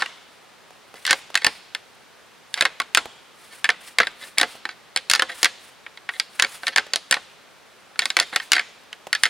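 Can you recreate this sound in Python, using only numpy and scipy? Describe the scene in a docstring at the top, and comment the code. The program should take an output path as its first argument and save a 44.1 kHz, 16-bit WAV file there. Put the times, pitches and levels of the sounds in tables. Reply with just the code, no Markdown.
"""Two deer antlers are clashed and ground together by hand, close to a microphone in a quiet forest.
Each blow sums an impact, decaying noise and bending modes, and a fainter second touch follows it.
Sliding is a run of tiny slips; palms thud on the beams, and one tine springs clear and rings on.
Shaped noise makes the swish of jacket sleeves, the hush of the woods and the echo from the trees.
The loudest peaks overload the microphone and flatten."""
import sys
import numpy as np
from scipy import signal
from scipy.fft import rfft, irfft, next_fast_len
from scipy.io import wavfile
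from scipy.ndimage import map_coordinates

SR = 44100
rng = np.random.default_rng(int(sys.argv[2]) if len(sys.argv) > 2 else 0)


def transcribe(signal):
    """Save signal, clipped to [-1, 1], as a 16-bit WAV file at the path in sys.argv[1]."""
    frames = np.atleast_2d(signal).T
    limited = np.clip(frames, -1, 1)
    pcm = np.round(limited * 32767).astype(np.int16)
    wavfile.write(sys.argv[1], SR, pcm)


N = 409688

# overall colour of bone on bone: (frequency [Hz], relative level [dB])
BONE_COLOUR = [(30, -55), (130, -24), (400, -16), (950, -5), (1800, -9), (2800, -2), (4600, -1),
               (6100, -13.5), (7700, -17), (9700, -15.5), (12300, -30), (15500, -35)]
MIDDLING_DB, MIDDLING_HZ = -14.5, 2154  # strength and tine note of a middling blow


def amp(db):
    """Level to amplitude: 20 dB is a factor of ten."""
    return 10 ** (np.asarray(db) / 20)


def unit(x):
    """Normalization to an rms of 1."""
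    return x / np.sqrt(np.mean(x ** 2) + 1e-20)


def along(points, hz):
    """Linear interpolation of (frequency, value) points over log frequency."""
    f, v = np.transpose(points)
    return np.interp(np.log(hz + 1), np.log(f + 1), v)


def filtered(x, response):
    """Linear filtering: the spectrum of x times a response of frequency."""
    m = next_fast_len(N + SR // 2)
    spectrum = rfft(x, m) * response(np.fft.rfftfreq(m, 1 / SR))
    return irfft(spectrum, m)[..., :N]


def causal(gain):
    """Minimum-phase response with this gain, by folding the cepstrum onto positive time."""
    cepstrum = irfft(np.log(np.maximum(gain, 1e-6)))
    half = len(cepstrum) // 2
    cepstrum[1:half] *= 2
    cepstrum[half + 1:] = 0
    return np.exp(rfft(cepstrum))


def add(track, s, x):
    """Superposition: mix x into the track from time s [s]."""
    i = max(round(s * SR), 0)
    part = track[..., i:i + x.shape[-1]]
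    part += x[..., :part.shape[-1]]


def wobble(rate):
    """Random modulation: a smooth curve through random knots, rate knots a second."""
    knots = rng.standard_normal(int(N * rate / SR) + 4)
    return map_coordinates(knots, [np.arange(N) * rate / SR])


def rush(spectrum, alike):
    """Stereo noise of rms 1: the mid-side balance sets the left-right correlation by frequency."""
    def mid_side(hz):
        angle = np.arccos(np.clip(along(alike, hz), -1, 1)) / 2
        return amp(along(spectrum, hz)) * [np.cos(angle), np.sin(angle)]

    mid, side = filtered(rng.standard_normal((2, N)), mid_side)
    return unit(np.array([mid + side, mid - side]))


def forest():
    """The steady hush of the woods: stationary coloured noise with partial left-right correlation."""
    # colour of the hush: (frequency [Hz], relative spectral density [dB])
    hush = [(15, -41), (25, -24), (108, -9.5), (206, -7), (326, -10), (373, -6.5), (416, -6.5), (1020, -8),
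            (1190, -7.5), (3920, -14.5), (16000, -32.5)]
    # left-right likeness: (frequency [Hz], correlation [-1 to 1])
    likeness = [(60, -0.49), (180, -0.33), (550, 0.4), (1650, 0.81), (4970, 0.6), (15000, -0.22)]
    return amp(-50.5) * rush(hush, likeness)


def sleeves(flutter_db=2.6, rustle_db=-66, swing_s=.062):
    """Cloth friction: broadband noise swells as the arms swing, over a faint rustle."""
    # arm swings that brush the sleeves: (time of the peak [s], level [dB])
    swings = [(1.008, -51), (1.16, -48), (1.533, -51), (2.58, -49), (3.436, -51), (3.56, -48),
              (3.872, -45.5), (4.073, -56), (4.25, -43.5), (4.517, -47), (5.388, -43), (5.658, -50.5),
              (6.164, -49.5), (6.376, -46.5), (6.532, -41.5), (6.66, -46.5), (8.072, -47), (8.31, -53),
              (8.443, -49.5), (9.23, -49)]
    # colour of the cloth: (frequency [Hz], relative spectral density [dB])
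    cloth = [(300, -2.5), (1500, 9.5), (4500, 6), (6500, 0.5), (9400, 7.5), (12500, -3.5), (15500, -6)]
    t = np.arange(N) / SR
    power = amp(rustle_db) ** 2
    for s, db in swings:
        # amplitude falls to 1/e at swing_s either side of the peak
        power = power + amp(db) ** 2 * np.exp(-2 * np.minimum(((t - s) / swing_s) ** 2, 20))
    return np.sqrt(power) * amp(flutter_db * wobble(81)) * rush(cloth, [(500, 1.0), (10000, 0.92)])


def modes(t, scatter_db, detune, t60_at_1khz=0.064):
    """Modal ring: high modes die first, and the point of contact and the grip change each mode a little."""
    # bending modes of the hand-held antlers: (frequency [Hz], relative level [dB])
    bending = [(232, -6.5), (325, -2.5), (440, -3.5), (538, -1), (730, -1.5), (830, -5.5), (1108, -7),
               (1340, -3), (1550, 4), (1787, 6.5), (2010, 0), (2164, 4), (2700, -9), (3326, 2.5), (3908, 3),
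               (4380, -1), (4748, -11), (6804, 8.5), (9345, -8.5)]
    hz, db = np.transpose(bending)[:, :, None]
    spread, shift, sign = rng.standard_normal((3, len(bending), 1))
    t60 = 2 * t60_at_1khz / (1 + (hz / 1000) ** 1.25)
    decay = amp(db + scatter_db * spread - 60 * t / t60)
    vibration = np.sin(2 * np.pi * hz * (1 + detune * shift) * t)
    return np.sum(np.sign(sign) * decay * vibration, axis=0)


def voicing(z, hz, register_db, count=3):
    """Spectral balance: a smooth gain brings the power in four registers close to the given levels."""
    # limits between knock, clack, bite and snap: (frequency [Hz])
    edges = [1000, 2500, 5500]
    # centres of these four registers: (frequency [Hz])
    centres = [700, 1700, 3900, 7500]
    register, gain_db = np.digitize(hz, edges), np.zeros(len(hz))
    for _ in range(count):
        energy = np.bincount(register, np.abs(z * amp(gain_db)) ** 2) / len(hz)
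        power = energy / (SR / 100)  # mean square over 10 ms
        gain_db = gain_db + along(np.c_[centres, register_db - 10 * np.log10(power)], hz)
    return amp(gain_db)


def contact(ring_hz, register_db, crack_t60=0.01, crack_db=2, rebound_db=-5, rebound_s=0.00203,
            modes_db=-1, buzz_t60=0.076, buzz_db=-3, buzz_hz=5500, tine_cycles=45, tine_db=-1,
            impact_db=-5, size=4096):
    """Impact excitation: impulse, crack, rebound, bending modes, dense weak modes and the tine's note."""
    t, hz = np.arange(size) / SR, np.fft.rfftfreq(size, 1 / SR)

    def burst(t60):
        return unit(rng.standard_normal(size) * amp(-60 * t / t60))

    rebound = np.roll(burst(crack_t60), round(rng.uniform(0.17, 1) * rebound_s * SR))
    buzz = burst(buzz_t60)  # dense weak modes
    lowpass = signal.butter(2, buzz_hz, fs=SR)
    soft = signal.lfilter(*lowpass, amp(buzz_db) * buzz + amp(rebound_db) * rebound)
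    ring = unit(modes(t, scatter_db=4, detune=.03))
    impact = amp(impact_db) * unit(signal.unit_impulse(size))
    blow = impact + amp(crack_db) * burst(crack_t60) + soft + amp(modes_db) * ring
    blow = unit(irfft(rfft(blow) * causal(amp(along(BONE_COLOUR, hz)))))
    # bone loses the same share of its energy in every cycle, so high tines ring for less time
    cycles = ring_hz * t
    decay = amp(-60 * cycles / tine_cycles)
    tine = unit(np.sin(2 * np.pi * cycles) * decay * (1 - np.exp(-cycles)))
    z = rfft(blow + amp(tine_db + along(BONE_COLOUR, ring_hz)) * tine)
    return irfft(z * causal(voicing(z, hz, register_db)))


def echo(far_db=-25, near_db=-20, near_t60=0.16, near_width=0.089):
    """Diffuse reverberation: ground and a nearby bank scatter sound briefly, the trunks for longer."""
    # decay of the trunks' echo: (frequency [Hz], time to fall 60 dB [s])
    t60 = [(200, 0.88), (1500, 0.64), (3500, 0.97), (7000, 0.73), (14000, 0.4)]
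    # colour of the trunks' echo: (frequency [Hz], relative level [dB])
    colour = [(150, 0), (700, 3), (1800, -2.5), (3400, 2.5), (4900, -0.5), (7000, 3), (14000, -5)]
    hz, t, z = signal.stft(rng.standard_normal((2, SR)), SR, nperseg=256)
    decay_db = along(colour, hz)[:, None] - 60 * t / along(t60, hz)[:, None]
    far = signal.istft(z * amp(decay_db), SR, nperseg=256)[1]
    far = far + .5 * far[::-1]  # each channel leaks into the other
    t = np.arange(far.shape[1]) / SR
    near = rng.standard_normal(len(t)) + near_width * rng.standard_normal(far.shape)
    near = near * amp(-60 * t / near_t60)
    onset = 1 - np.exp(-(t / 0.0015) ** 2)
    return (amp(far_db) * unit(far * onset) + amp(near_db) * unit(near * onset)) / np.sqrt(len(t))


def lingering(ago_s=.02, level_db=4, count=3):
    """Reverberant decay: the echo of an earlier clash still hangs in the trees."""
    wet = np.zeros((2, N))
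    for _ in range(count):
        blow = contact(2240, [-20, -11, -14, -20.0], modes_db=-11, tine_db=-13)
        tail = signal.fftconvolve(blow[None], echo(), axes=1)
        add(wet, 0, amp(level_db) / np.sqrt(count) * tail[:, round(ago_s * SR):])
    return wet


def grinding(slips_per_s=600, spread_db=5, ring_db=-1, squeak_db=-2, size=2048):
    """Stick-slip friction: ridges slip over each other in a run of tiny blows, with a squeak."""
    # tines sliding along each other: (middle of the stroke [s], length [s], level [dB])
    strokes = [(0.01, 0.018, -31.5), (0.965, .05, -49.5), (1.102, 0.11, -26.5), (1.425, 0.032, -34.5),
               (2.581, 0.074, -34.5), (3.53, 0.069, -48), (4.019, 0.053, -30), (4.229, 0.055, -39.5),
               (4.377, 0.0084, -27), (4.716, 0.05, -46), (5.15, 0.074, -31), (5.309, 0.076, -36),
               (6.152, 0.058, -42), (6.393, .012, -32), (6.68, .035, -27), (6.73, 0.043, -41),
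               (8.029, 0.037, -33), (8.224, 0.044, -32.5), (8.341, .05, -35.5), (8.423, 0.036, -43.5),
               (8.562, 0.062, -26)]
    squeak_hz, squeak_width_hz = 1950, 350  # the tine note that sliding excites most
    track, t = np.zeros(N), np.arange(size) / SR
    colour = causal(amp(along(BONE_COLOUR, np.fft.rfftfreq(size, 1 / SR))))
    squeak = signal.iirpeak(squeak_hz, squeak_hz / squeak_width_hz, fs=SR)
    for s, length, db in strokes:
        n = round(length * SR)
        slips = (rng.random(n) < slips_per_s / SR) * amp(spread_db * rng.standard_normal(n))
        tick = unit(rng.standard_normal(size) * amp(-60 * t / 0.002))
        tick = tick + amp(ring_db) * unit(modes(t, scatter_db=-1.5, detune=0.017))
        stroke = signal.fftconvolve(slips * np.hanning(n), irfft(rfft(tick) * colour))
        stroke = unit(stroke) + amp(squeak_db) * unit(signal.lfilter(*squeak, stroke))
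        # the whole energy, tail included, is referred to the stroke's length
        add(track, s - length / 2, amp(db) * unit(stroke) * np.sqrt(n / len(stroke)))
    return track


def registers(db, ring_hz, hardness_db, knock_db):
    """Contact stiffness: hardness, strength and tine note set clack, bite and snap; knock is given per blow."""
    # rows clack, bite, snap: (share in a middling blow [dB], growth with hardness [dB per dB],
    # growth with strength [dB per dB], growth with tine note [dB per octave])
    growth = [(-3, -0.41, 0.03, -1), (-5, 0.26, -0.09, 0), (-13, 0.82, 0.17, -4)]
    upper = np.dot(growth, [1, hardness_db, db - MIDDLING_DB, np.log2(ring_hz / MIDDLING_HZ)])
    share = amp(np.r_[knock_db, upper])
    return db + 20 * np.log10(share / np.linalg.norm(share))


def clashes(level_db=1):
    """Collision of solids: hard tips crack briefly, and tines still pressed together chatter louder."""
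    # tine strikes tine: (time [s], relative strength [dB], tine note [Hz],
    # hardness as treble over bass [dB], share of the beam's low knock before normalization [dB])
    blows = [(0.0218, -17.5, 1780, -10, -10.5), (0.06, -30, 2820, -2.5, -21),
             (1.0513, -23.5, 1990, 1.5, -24), (1.0653, -23, 1720, 8, -29), (1.0759, -21, 1540, -5.5, -25),
             (1.0943, -22.5, 1840, -8, -21), (1.1086, -11.5, 1825, 4, -20.5),
             (1.1294, -14.5, 2080, -2, -12), (1.3435, -30.5, 1680, 3, -10), (1.354, -12.5, 1853, 1, -21),
             (1.3743, -22, 2600, 2, -29), (1.4456, -13.0, 2570, 3, -15), (1.4663, -12, 4800, 3, -17),
             (1.7491, -24, 3500, 2, -21), (2.5413, -22.5, 3650, 9.5, -29), (2.575, -33, 1660, -9, -24),
             (2.584, -35, 2340, -3, -28), (2.6094, -12.5, 3900, 2.5, -22.5),
             (2.6226, -17.5, 2580, -0.5, -11.5), (2.6527, -13.5, 1880, -5, -18),
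             (2.6587, -23.5, 1840, -8, -8), (2.8008, -18, 1110, -6.5, -14.5), (2.8175, -30, 1410, -3, -17),
             (2.9485, -11, 2450, 7.5, -26), (2.9731, -10.5, 1466, -1, -14), (2.9807, -21, 1380, -12, -14),
             (3.6435, -16, 1770, -2.5, -18.5), (3.6531, -21, 1760, -10, -28),
             (3.6909, -11.5, 1780, -10, -13.5), (3.7024, -19.5, 2250, -1.5, -18),
             (3.9855, -12, 2160, -2, -17.5), (4.0016, -10, 2120, -12.5, -10), (4.0319, -22, 2100, -12, -15),
             (4.07, -22.5, 3900, -3.5, -17), (4.383, -13, 1980, 5, -25.5), (4.3983, -21, 1830, -1, -14),
             (4.413, -13, 3820, 4.5, -14), (4.4304, -16.5, 2000, -6.5, -7), (4.6534, -24, 1780, -8.5, -11),
             (4.6909, -30, 1525, -6.5, -13), (4.9616, -17.5, 4170, 7.5, -15), (4.9733, -21.5, 2280, 3, -25),
             (5.099, -14.5, 2600, 12.5, -21.5), (5.1134, -14.5, 1620, 5, -26),
             (5.1356, -13.0, 1740, 4, -20), (5.151, -19, 4770, 7, -23), (5.1585, -21, 1330, 2.5, -16),
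             (5.1954, -15, 1840, -3.5, -16.5), (5.2217, -15, 3070, -1.5, -13),
             (5.2958, -31.5, 1730, -12, -12), (5.4305, -14, 1790, 8, -13.5), (5.445, -12.5, 1870, 3.5, -29),
             (5.4558, -15, 1930, -3, -20), (5.8641, -34, 2260, -14, -13.5), (5.974, -39, 2160, -2, -14),
             (6.0901, -22, 1920, -12, -13.5), (6.1986, -17.5, 4870, 7, -28.5), (6.397, -14, 2594, 1, -18.5),
             (6.4232, -13, 1800, 5, -22), (6.4383, -23.5, 1780, -14, -9), (6.447, -21, 2280, -4, -18),
             (6.6334, -30.5, 1510, -10.5, -7), (6.6688, -21, 2240, 2, -27), (6.6809, -22, 2030, 1, -18.5),
             (6.761, -13.5, 1670, 1, -16), (6.7748, -19, 1860, -3, -16), (6.782, -13, 1810, -5, -14),
             (6.9354, -18, 4650, 10, -18), (6.9593, -19, 3990, 14, -14.5), (7.1112, -14, 1700, 10.5, -16.5),
             (7.1249, -13.5, 1850, -3, -19.5), (7.142, -19.5, 2250, -1, -14.5),
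             (7.1673, -27, 1820, -12, -5), (7.9585, -41, 1310, -13, -10), (7.9918, -14.5, 2280, 2.5, -23.5),
             (8.0202, -24.5, 3870, 1, -15), (8.0558, -19.5, 2180, 5.5, -18),
             (8.1032, -21.0, 3880, 7.5, -22), (8.168, -12.0, 1920, -1.5, -17),
             (8.189, -18.5, 2000, -6, -10), (8.1994, -13, 3380, 8.5, -26), (8.2095, -27.5, 1390, -7, 0.5),
             (8.3291, -30.5, 1640, -12, -3), (8.3608, -14, 1860, 1, -16.5), (8.3999, -27, 1810, -7, -20),
             (8.519, -11, 2930, 8.5, -20.5), (8.5321, -12.5, 2140, 2, -25), (8.5655, -18.5, 1570, -10, -14),
             (8.581, -19.5, 2100, -12, -18), (8.5946, -18, 2220, -8, -19), (8.9288, -33, 3000, 3, -17),
             (9.1291, -15, 1880, -1.5, -27), (9.1501, -19.5, 1710, -1, -26), (9.2345, -11, 1910, 2, -25.5),
             (9.2545, -16.5, 2130, -6, -36), (9.2618, -21.5, 1890, -3, -16)]
    crack_t60, halving_db = 0.016, 21  # s at zero hardness, and the gain in hardness that halves it
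    lock_s = 0.044  # antlers that met a moment ago are still pressed together
    free_chatter_db, locked_chatter_db = -29, -15  # relative to the blow
    chatter_s, chatter_spread = .013, .3  # the tines touch once more: delay and its log scatter
    track, last_s = np.zeros(N), -np.inf
    for s, db, ring_hz, hardness_db, knock_db in blows:
        blow = contact(ring_hz, registers(db, ring_hz, hardness_db, knock_db),
                       crack_t60=crack_t60 * .5 ** (hardness_db / halving_db),
                       tine_db=-1 - 0.13 * hardness_db)
        add(track, s, blow)
        locked, last_s = np.exp((last_s - s) / lock_s), s
        chatter_db = db + free_chatter_db + locked * (locked_chatter_db - free_chatter_db)
        delay = chatter_s * np.exp(chatter_spread * rng.standard_normal())
        levels = registers(chatter_db, MIDDLING_HZ, hardness_db=-3, knock_db=-12)
        add(track, s + delay, contact(MIDDLING_HZ, levels))
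    return amp(level_db) * track


def trees(x, count=10, directions=2, smear_per_s=700):
    """Scattering: a diffuse echo from a few directions, its pitch blurred by random modulation."""
    wet = np.zeros((2, N))
    for _ in range(directions):
        smear = np.sin(2 * wobble(smear_per_s) + np.pi / 4)
        scattered = x * np.sqrt(2 / directions) * smear
        # every stretch of the sound gets an echo of its own
        for k, part in enumerate(np.array_split(scattered, count)):
            add(wet, k * N / count / SR, signal.fftconvolve(part[None], echo(), axes=1))
    return wet


def grips(low_hz=390, high_hz=1000, thud_t60=0.033, tick_db=-3, tick_t60=0.028, size=4096):
    """Damped impact: a palm on the beam gives a dull thud with a dry tick and no ring."""
    # the hands shift their grip and nudge the beams: (time [s], relative level [dB])
    nudges = [(.706, -49), (.941, -42.5), (1.302, -42), (3.056, -36), (4.553, -44), (6.866, -42.5),
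              (9.069, -36.5)]
    track, t = np.zeros(N), np.arange(size) / SR
    thud_band = signal.butter(2, [low_hz, high_hz], "band", fs=SR)
    tick_band = signal.butter(1, 2500, fs=SR)
    for s, db in nudges:
        thud = signal.lfilter(*thud_band, rng.standard_normal(size) * amp(-60 * t / thud_t60))
        tick = signal.lfilter(*tick_band, rng.standard_normal(size) * amp(-60 * t / tick_t60))
        add(track, s, amp(db - 9.0) * (unit(thud) + amp(tick_db) * unit(tick)))
    return track


def free_tine(waver_radians=1.5):
    """Free vibration: a tine that springs clear keeps a thin, decaying note with a wavering phase."""
    # the freed tine: (time [s], frequency [Hz], starting peak level [dB], time to fall 60 dB [s])
    s, hz, db, t60 = (8.2, 3619, -39, .55)
    t, track = np.arange(N) / SR, np.zeros(N)
    phase = 2 * np.pi * hz * t + waver_radians * wobble(60)
    add(track, s, np.sin(phase) * amp(db - 60 * t / t60))
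    return track


def scene():
    """Stereo pickup: antlers straight ahead reach two microphone ports that differ as the tines move."""
    # side signal that changes with direction: (frequency [Hz], side over mid [dB])
    ports = [(1000, -24.5), (3000, -23), (4500, -15.5), (6100, -3.5), (9000, -14), (12000, -9)]
    # level balance of the ports: (frequency [Hz], left minus right [dB])
    balance = [(100, -1.5), (600, -2.5), (2600, 0.3), (3700, -2), (5600, -1), (7200, 3), (9500, 1),
               (11800, -2), (15500, 4)]
    # phase balance of the ports: (frequency [Hz], lead of left [rad])
    lead = [(250, -0.38), (900, 0.087), (3300, 0.035), (5300, 0.44), (6100, 1), (8000, -0.29),
            (10800, 0.28), (12700, 1)]
    antlers = clashes() + grinding() + grips() + free_tine()
    sides = np.array([[1], [-1]])  # left, right
    # the side signal stands a quarter cycle from the mid
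    moving = filtered(antlers, lambda hz: 1j * amp(along(ports, hz)))
    moving = moving * np.sqrt(2) * np.sin(2 * wobble(25))

    def port_response(hz):
        return amp(sides * along(balance, hz) / 2) * np.exp(.5j * sides * along(lead, hz))

    direct = filtered(antlers + sides * moving, port_response)
    return direct + trees(antlers) + lingering() + sleeves() + forest()


def record(dry, ceiling=0.75, hardness=8, low_cut_hz=35, top_hz=15850):
    """Saturation and band limiting: peaks flatten, the deepest bass is cut, the top ends steeply."""
    clipped = dry / (1 + np.abs(dry / ceiling) ** hardness) ** (1 / hardness)
    thinned = signal.lfilter(*signal.butter(1, low_cut_hz, "high", fs=SR), clipped)
    return filtered(thinned, lambda hz: 1 / np.sqrt(1 + (hz / top_hz) ** 120))


dry = scene()
out = record(dry)
transcribe(out)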